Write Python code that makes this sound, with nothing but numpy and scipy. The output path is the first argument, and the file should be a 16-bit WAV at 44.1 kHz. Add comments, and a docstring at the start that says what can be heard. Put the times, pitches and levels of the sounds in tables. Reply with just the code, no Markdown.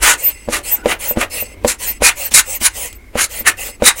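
"""At a tabletop in a small, quiet room, a rubber bulb blower dusts a model car close to the microphone.
Each squeeze thumps the bulb and drives a hissing jet of air over the car. The bulb then refills
through its valve, which hisses and whistles thinly as the suction dies. Air seeps through the nozzle,
fingers rub and tick, and the hand jolts the table. The loudest puffs overload the recorder."""
import sys
import numpy as np
from scipy import signal
from scipy.fft import rfft, irfft
from scipy.io import wavfile

SR = 44100
rng = np.random.default_rng(int(sys.argv[2]) if len(sys.argv) > 2 else 0)


def put_to_file(sound):
    """Save the sound as 16-bit audio at rate SR, in the file named by the first command-line argument."""
    columns = np.atleast_2d(sound).T  # one column per channel
    safe = np.clip(columns, -1, 1)
    whole_steps = np.round(safe * 32767)
    wavfile.write(sys.argv[1], SR, whole_steps.astype(np.int16))


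N = 176400
TIME = np.arange(N) / SR

# tone colour of leaking air, also used for the finger ticks: pitch_hz, level_db
LEAK_COLOUR = [(200, -33.5), (550, -6.5), (1300, -6.5), (2100, -4), (2800, -0.5), (3700, -6), (6500, -6),
               (8000, 0), (10000, -7), (13000, -9), (15800, -5)]


def from_db(db):
    """Turn decibels into a number to multiply a sound by."""
    return 10 ** (np.asarray(db) / 20)


def rms_one(x):
    """Scale a sound so that its average power is 1."""
    return x / np.sqrt(np.mean(x ** 2) + 1e-20)


def drift(rate_hz):
    """A smooth random wander of typical size 1; a higher rate wanders faster."""
    step, warm_up = 40, 2000  # one random value every 40 samples; the first 2000 are dropped
    memory = np.exp(-2 * np.pi * rate_hz * step / SR)
    noise = rng.standard_normal(N // step + warm_up + 2)
    slow = signal.lfilter([1], [1, -2 * memory, memory * memory], noise)[warm_up:]
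    return np.interp(np.arange(N) / step, np.arange(len(slow)), rms_one(slow))


def resonate(x, hz, width_hz):
    """A resonance: it lets one pitch through and weakens those around it."""
    r = np.exp(-np.pi * width_hz / SR)
    feedback = [1, -2 * r * np.cos(2 * np.pi * hz / SR), r * r]
    return signal.lfilter(np.array([1, 0, -1]) * (1 - r * r) / 2, feedback, x)


def air(colour, flicker_db):
    """Noise with a given tone colour, whose pitch bands each swell and fade on their own."""
    log_pitch = np.log(np.fft.rfftfreq(N, 1 / SR) + 1)
    hz, db = np.transpose(colour)
    shape_db = np.interp(log_pitch, np.log(hz), db, left=db[0] - 8.5)
    spectrum = rfft(rng.standard_normal(N)) * from_db(shape_db)
    edges = np.linspace(np.log(500), np.log(14000), 22)
    band_number = np.digitize(log_pitch, edges)
    bands = (irfft(spectrum * (band_number == k), N) for k in range(len(edges) + 1))
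    return rms_one(sum(band * from_db(flicker_db * drift(10.1)) for band in bands))


def breathy_tone(hz, width_hz):
    """Noise sent twice through one resonance, so that a pitch stands out."""
    once = resonate(rng.standard_normal(N), hz, width_hz)
    return rms_one(resonate(once, hz, width_hz))


def swell(start_s, rise_s, hold_s, fall_s):
    """A smooth rise from 0 to 1, a hold and a fall back to 0."""
    end_s = start_s + rise_s + hold_s + fall_s
    ramp = np.minimum((TIME - start_s) / rise_s, (end_s - TIME) / fall_s)
    return np.sin(np.pi / 2 * np.clip(ramp, 0, 1)) ** 2


def squeeze_fade(start_s, peak_s, end_s, flatness):
    """How far a puff has faded: 0 at its peak, 1 at both ends; more flatness widens the top."""
    before = (peak_s - TIME) / (peak_s - start_s)
    after = (TIME - peak_s) / (end_s - peak_s)
    return np.minimum(np.maximum(before, after), 9) ** flatness


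def soft_bursts(rows):
    """A loudness curve with one soft-edged burst for each row of start_s, length_s, level_db."""
    rise_s, fall_s = 0.018, 0.036
    return sum(from_db(level_db) * swell(start_s - rise_s / 2, rise_s, length_s - rise_s, fall_s)
               for start_s, length_s, level_db in rows)


def puffs():
    """The jet hisses at the nozzle, rushes and buffets over the car and rings a hollow in it."""
    # squeezes: start_s, hiss_peak_s, rush_peak_s, end_s, hiss_flatness, rush_flatness,
    # hiss_db, rush_db, buffet_db, hollow_hz, hollow_db
    squeezes = [(-0.008, 0.071, .075, .185, 3.36, 2.57, -11, -11, -28, 1480, -21),
                (0.465, 0.554, .557, .633, 2.44, 1.16, -18.5, -15.5, -27.5, 1200, -28.5),
                (0.827, 0.913, .922, .982, 2, 1.31, -22, -14, -25, 2030, -22.5),
                (1.141, 1.216, 1.224, 1.285, 1.74, 1.22, -21, -13, -24.5, 1210, -27),
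                (1.649, 1.689, 1.700, 1.785, 1.72, 1.44, -13, -22, -37, 7630, -19),
                (2.001, 2.054, 2.075, 2.142, 2.53, 3.85, -6.5, -15, -33.5, 2460, -13),
                (2.329, 2.356, 2.392, 2.436, 3.22, 2.06, -2.5, -16, -46, 6980, -15.5),
                (2.585, 2.662, 2.671, 2.704, 1.62, 1.6, -8, -19.5, -47, 10200, -13),
                (3.135, 3.231, 3.195, 3.290, 2.5, 1.8, -13, -16.5, -35.5, 1520, -64),
                (3.437, 3.481, 3.476, 3.545, 1.44, 1.1, -8.5, -7, -28.5, 1816, -11),
                (3.809, 3.877, 3.888, 3.940, 1.5, 2.15, -1, -12.5, -40, 3850, -8.5)]
    # tone colours of the nozzle's hiss, the rush over the car and the low buffeting: pitch_hz, level_db
    hiss_colour = [(900, -24), (2200, -4.5), (3200, -18.5), (3900, -7.5), (4600, -10.5), (5600, -9),
                   (7000, -4), (8200, -6), (9600, -3), (11000, -10.5), (12800, -16), (15800, -23.5)]
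    rush_colour = [(400, -32.5), (750, -7), (1100, -2), (1480, 1), (1650, -1.5), (1900, 1), (2400, -0.5),
                   (2900, -1), (3400, -9), (6000, -23)]
    buffet_colour = [(50, 4), (140, -7.5), (220, -9), (330, 3.5), (580, 2), (900, -5.5), (1600, -30.5)]
    hiss = air(hiss_colour, flicker_db=1.5)
    rush = air(rush_colour, flicker_db=1.5)
    buffet = air(buffet_colour, flicker_db=1.5)
    hiss_fade_db, rush_fade_db, buffet_fade_db = 57.5, 40, 19.5  # drop from the peak to either end
    turbulence_db, table_echo_s, table_echo_db = 2, 0.0033, -20
    out = np.zeros(N)
    for (start_s, hiss_peak_s, rush_peak_s, end_s, hiss_flatness, rush_flatness,
         hiss_db, rush_db, buffet_db, hollow_hz, hollow_db) in squeezes:
        jet_fade = squeeze_fade(start_s, hiss_peak_s, end_s, hiss_flatness)
        rush_fade = squeeze_fade(start_s, rush_peak_s, end_s, rush_flatness)
        hollow = from_db(hollow_db) * breathy_tone(hollow_hz, width_hz=hollow_hz * 0.085)
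        out += from_db(-hiss_fade_db * jet_fade) * (from_db(hiss_db) * hiss + hollow)
        out += from_db(rush_db - rush_fade_db * rush_fade) * rush
        out += from_db(buffet_db - buffet_fade_db * jet_fade) * buffet
    out *= from_db(turbulence_db * drift(40))
    return out + from_db(table_echo_db) * np.interp(TIME - table_echo_s, TIME, out)


def thumps():
    """The bulb buckles or springs back, ringing itself and the table with a faint rubbery crack."""
    # blows: start_s, level_db, deep_boost_db, bright_boost_db, ring_share (multiplies ring_s)
    blows = [(0.031, -35, 16, 0, 1), (0.478, -21, 13, -3, 1), (0.4866, -4, -2.5, -4, 0.75),
             (0.858, 5, -3, 1.5, 0.79), (1.11, -10, -4.5, -11, 1), (1.163, -22.5, 12, -6, 0.81),
             (1.1725, -4.5, 11, -6, 0.67), (1.424, -15.5, 0, -14, 0.96), (1.6470, 5, 0.5, 3, 0.82),
             (1.904, -37, 18, -1, 1), (2.021, -1, -4.5, -2, 0.88), (2.317, -26, 10.5, -3, 1),
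             (2.613, -28, 18, -3, 1), (3.1551, -4.5, 1, 2.5, 0.79), (3.408, -24.5, 10, 1, 1),
             (3.688, -24, 1.5, 3, 1), (3.822, 3.5, 1, -1, 0.79)]
    # tones of the bulb and table: pitch_hz, level_db, ring_s (time to fade 60 dB when ringing freely)
    tones = [(89, -14.5, 0.051), (234.4, -14.5, 0.12), (331, -16, 0.077), (499.6, -14.5, 0.17),
             (570, -0.5, 0.031), (754, -16, 0.058), (924, -17, 0.028), (1200, -48.5, 0.06)]
    deep_below_hz, bright_above_hz = 400, 680
    contact_s, crack_db, crack_s = 0.00032, -19.5, 0.0068
    out = np.zeros(N)
    for start_s, level_db, deep_boost_db, bright_boost_db, ring_share in blows:
        age = np.maximum(TIME - start_s, 0)[:int((start_s + .5) * SR)]
        body = np.zeros(len(age))
        for hz, tone_db, ring_s in tones:
            boost_db = deep_boost_db * (hz < deep_below_hz) + bright_boost_db * (hz > bright_above_hz)
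            fade_db = 60 * age / (ring_s * ring_share)
            body += from_db(tone_db + boost_db - fade_db) * np.sin(2 * np.pi * hz * age)
        dull_noise = rms_one(signal.lfilter([1], [1, -1.45, .52], rng.standard_normal(N)))
        crack = from_db(crack_db) * np.exp(-age / crack_s) * dull_noise[:len(age)]
        onset = 1 - np.exp(-age / contact_s)
        out[:len(age)] += from_db(level_db) * onset * (body + crack)
    return out


def refills():
    """Air is sucked in through the valve, which hisses and sings, rising and falling with the suction."""
    # breaths the bulb takes: start_s, length_s, hiss_db, shrill_db
    breaths = [(0.166, 0.17, -25, -49), (0.626, 0.16, -23, -35), (0.985, 0.16, -22.5, -27),
               (1.295, 0.15, -22, -36), (1.783, 0.16, -22.5, -32), (2.152, 0.15, -22, -30),
               (2.45, 0.14, -23, -27), (2.73, 0.17, -23, -34), (3.288, 0.15, -24.5, -37),
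               (3.564, 0.16, -24, -38), (3.95, 0.14, -23, -24)]
    # tone colour of the incoming air: pitch_hz, level_db
    intake_colour = [(120, -11.5), (380, -12), (520, 2), (700, -5.5), (900, -4.5), (1300, -11),
                     (1700, -10.5), (2000, -1.5), (2800, -3), (3600, -10), (5500, -11.5), (7700, -0.5),
                     (9800, -1), (11200, -9), (12500, -20), (15800, -8)]
    # resonances of the valve and bulb: pitch_hz, width_hz, level_db
    valve = [(1560, 20, -15.5), (1940, 300, -11), (2710, 20, 2), (4390, 110, -2), (5240, 67, 5),
             (6170, 37, 8), (10500, 130, -29), (11180, 77, 9)]
    sing_hz, sing_rise_hz, wander_hz, sing_db = 13100, 600, 127, -10
    hiss = air(intake_colour, flicker_db=3.13)
    hiss = rms_one(hiss + sum(from_db(db) * resonate(hiss, hz, width) for hz, width, db in valve))
    arch = sum(np.sqrt(swell(start_s, length_s * .4, 0, length_s * .6))
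               for start_s, length_s, _, _ in breaths)
    phase = 2 * np.pi * np.cumsum(sing_hz + sing_rise_hz * arch + wander_hz * drift(14)) / SR
    singing = rms_one(drift(310) * np.sin(phase) + drift(310) * np.cos(phase))  # flutter makes it airy
    intake = hiss + from_db(sing_db) * singing
    shrill = breathy_tone(15720, width_hz=130)
    rise_s, fall_s = 0.062, 0.064
    out = np.zeros(N)
    for start_s, length_s, hiss_db, shrill_db in breaths:
        suction = swell(start_s, rise_s, length_s - rise_s - fall_s, fall_s)
        out += from_db(hiss_db) * suction ** 0.52 * intake
        out += from_db(shrill_db) * swell(start_s, length_s / 2, 0, length_s / 2) * shrill
    return out


def whistles():
    """As a refill dies away, the valve locks on to a clean tone that sags with the suction."""
    # valve whistles: middle_s, rough_length_s, level_db
    notes = [(0.267, 0.1, -9), (0.735, .066, -9.5), (1.101, 0.067, -14), (1.416, 0.058, -18.5),
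             (1.893, 0.087, -17), (2.261, 0.038, -17.5), (2.558, 0.051, -21), (2.845, .04, -39),
             (2.962, 0.047, -41.5), (3.402, 0.039, -20), (3.660, .07, -32)]
    middle_hz, sag_hz_per_s, waver_hz = 13770, 4600, 22
    waver = waver_hz * drift(160)
    out = np.zeros(N)
    for middle_s, length_s, level_db in notes:
        pitch_hz = middle_hz - sag_hz_per_s * (TIME - middle_s) + waver
        tone = np.sqrt(2) * np.sin(2 * np.pi * np.cumsum(pitch_hz) / SR)
        loudness = swell(middle_s - length_s * 0.47, length_s * 0.46, length_s * .1, length_s * 0.37)
        out += from_db(level_db) * loudness * tone
    return out


def leaks():
    """Slow air seeps through the nozzle between puffs; a gentle flow sounds the tube's resonances."""
    # air spitting out as the grip tightens: start_s, length_s, level_db
    spits = [(0.022, 0.063, -15), (1.642, 0.03, -32), (2.312, .035, -20.5), (2.608, 0.041, -18),
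             (3.148, 0.068, -45), (3.835, .025, -22)]
    # air trickling in around a refill: start_s, length_s, level_db
    trickles = [(0.29, 0.073, -38.5), (0.37, 0.098, -41.5), (0.76, 0.048, -43), (1.13, 0.0067, -36),
                (1.43, 0.035, -34), (1.48, 0.053, -42), (1.91, 0.06, -38), (2.13, .03, -46),
                (2.42, 0.084, -41), (2.70, 0.033, -43), (2.86, 0.042, -40), (2.90, 0.057, -44),
                (3.70, 0.051, -40.5)]
    # nozzle resonances: pitch_hz, base_width_hz (narrowed below), level_db
    nozzle = [(2070, 230, 5), (2480, 190, -1), (2730, 150, 1.5), (3620, 89, -23), (4520, 100, -8.5),
              (5110, 93, -2), (6320, 130, -4.5), (7850, 140, 5.5), (8270, 200, -1), (9200, 150, -8),
              (10900, 53, -8), (10460, 120, -2), (15720, 100, -14)]
    # the faintest flows sound just one low resonance: start_s, length_s, level_db, pitch_hz
    whispers = [(0.765, .07, -39.5, 1450), (1.53, 0.065, -48.5, 2140), (2.97, 0.123, -51, 2170)]
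    tube = rms_one(sum(from_db(db) * breathy_tone(hz, width * 0.8) for hz, width, db in nozzle))
    hiss = air(LEAK_COLOUR, flicker_db=3.13)
    whisper = sum(soft_bursts([(start_s, length_s, level_db)]) * breathy_tone(pitch_hz, width_hz=160)
                  for start_s, length_s, level_db, pitch_hz in whispers)
    trickle = soft_bursts(trickles) * (tube + from_db(-6.5) * hiss)
    return soft_bursts(spits) * hiss + trickle + whisper


def jolts_and_ticks():
    """The hand jolts the table into a deep thud, and fingers tick on the car."""
    # jolts and ticks: start_s, strength_db
    jolts = [(0.004, -16), (2.002, -18)]
    ticks = [(2.858, -25), (2.928, -27), (3.571, -38)]
    jolt_hz, jolt_ring_s, tick_s = 48.8, 0.16, .003
    grit = air(LEAK_COLOUR, flicker_db=0)
    out = np.zeros(N)
    for start_s, strength_db in jolts:
        age = np.maximum(TIME - start_s, 0)
        onset = np.minimum(age * jolt_hz, 1)  # builds up over one vibration
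        thud = 2 * onset * np.sin(2 * np.pi * jolt_hz * age)
        out += from_db(strength_db - 60 * age / jolt_ring_s) * thud
    for start_s, strength_db in ticks:
        fade = (TIME > start_s) * np.exp(-np.abs(TIME - start_s) / tick_s)
        out += from_db(strength_db) * fade * grit
    return out


def rubs():
    """Skin sticks and slips on the rubber and the car, most of all just before the bulb gives way."""
    # finger slips: start_s, length_s, level_db
    slips = [(0.35, 0.09, -51), (0.775, 0.04, -39), (0.838, 0.021, -27), (1.155, 0.024, -45),
             (1.46, 0.19, -44), (1.62, 0.044, -41.5), (2.008, 0.0174, -24), (3.13, 0.028, -41.5),
             (3.80, .022, -33.5)]
    # tone colour of rubbing skin: pitch_hz, level_db
    rub_colour = [(120, -5), (300, 9), (550, 0), (900, -3), (1450, -15.5), (2500, -9), (5000, -25),
                  (12000, -27)]
    roughness_db = 2.5
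    return soft_bursts(slips) * air(rub_colour, flicker_db=2.3) * from_db(roughness_db * drift(90))


def room_echo(x):
    """The small room answers every sound with a short, dull tail."""
    echo_db, delay_s, ring_s, dull_above_hz = -12, .004, 0.18, 2550
    age = TIME[:SR // 2]
    tail = rng.standard_normal(len(age)) * from_db(-60 * age / ring_s) * (age > delay_s)
    tail /= np.sqrt(np.sum(tail ** 2))
    tail = signal.sosfilt(signal.butter(1, dull_above_hz, fs=SR, output="sos"), tail)
    return from_db(echo_db) * signal.fftconvolve(x, tail)[:N]


def room_rumble():
    """The faint, low background noise of the room."""
    # tone colour of the quiet room: pitch_hz, level_db
    room_colour = [(20, -0.5), (40, -2.5), (55, 3), (70, -11), (90, -3), (130, -26.5), (220, -19),
                   (330, -18), (600, -28.5), (1300, -32.5), (2200, -32.5), (3500, -41), (15000, -44)]
    return from_db(-38) * air(room_colour, flicker_db=1.0)


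def scene():
    """The blower in the room, the same in both channels."""
    blower = puffs() + leaks() + refills() + whistles() + thumps() + jolts_and_ticks() + rubs()
    return np.tile(blower + room_echo(blower) + room_rumble(), (2, 1))


def record(dry):
    """Overload flattens the loudest peaks, then a steep filter cuts the highest treble."""
    cutoff_hz = 15960
    treble_cut = signal.ellip(12, .1, 70, cutoff_hz, fs=SR, output="sos")
    return signal.sosfilt(treble_cut, np.clip(dry, -1, 1))


dry = scene()
out = record(dry)
put_to_file(out)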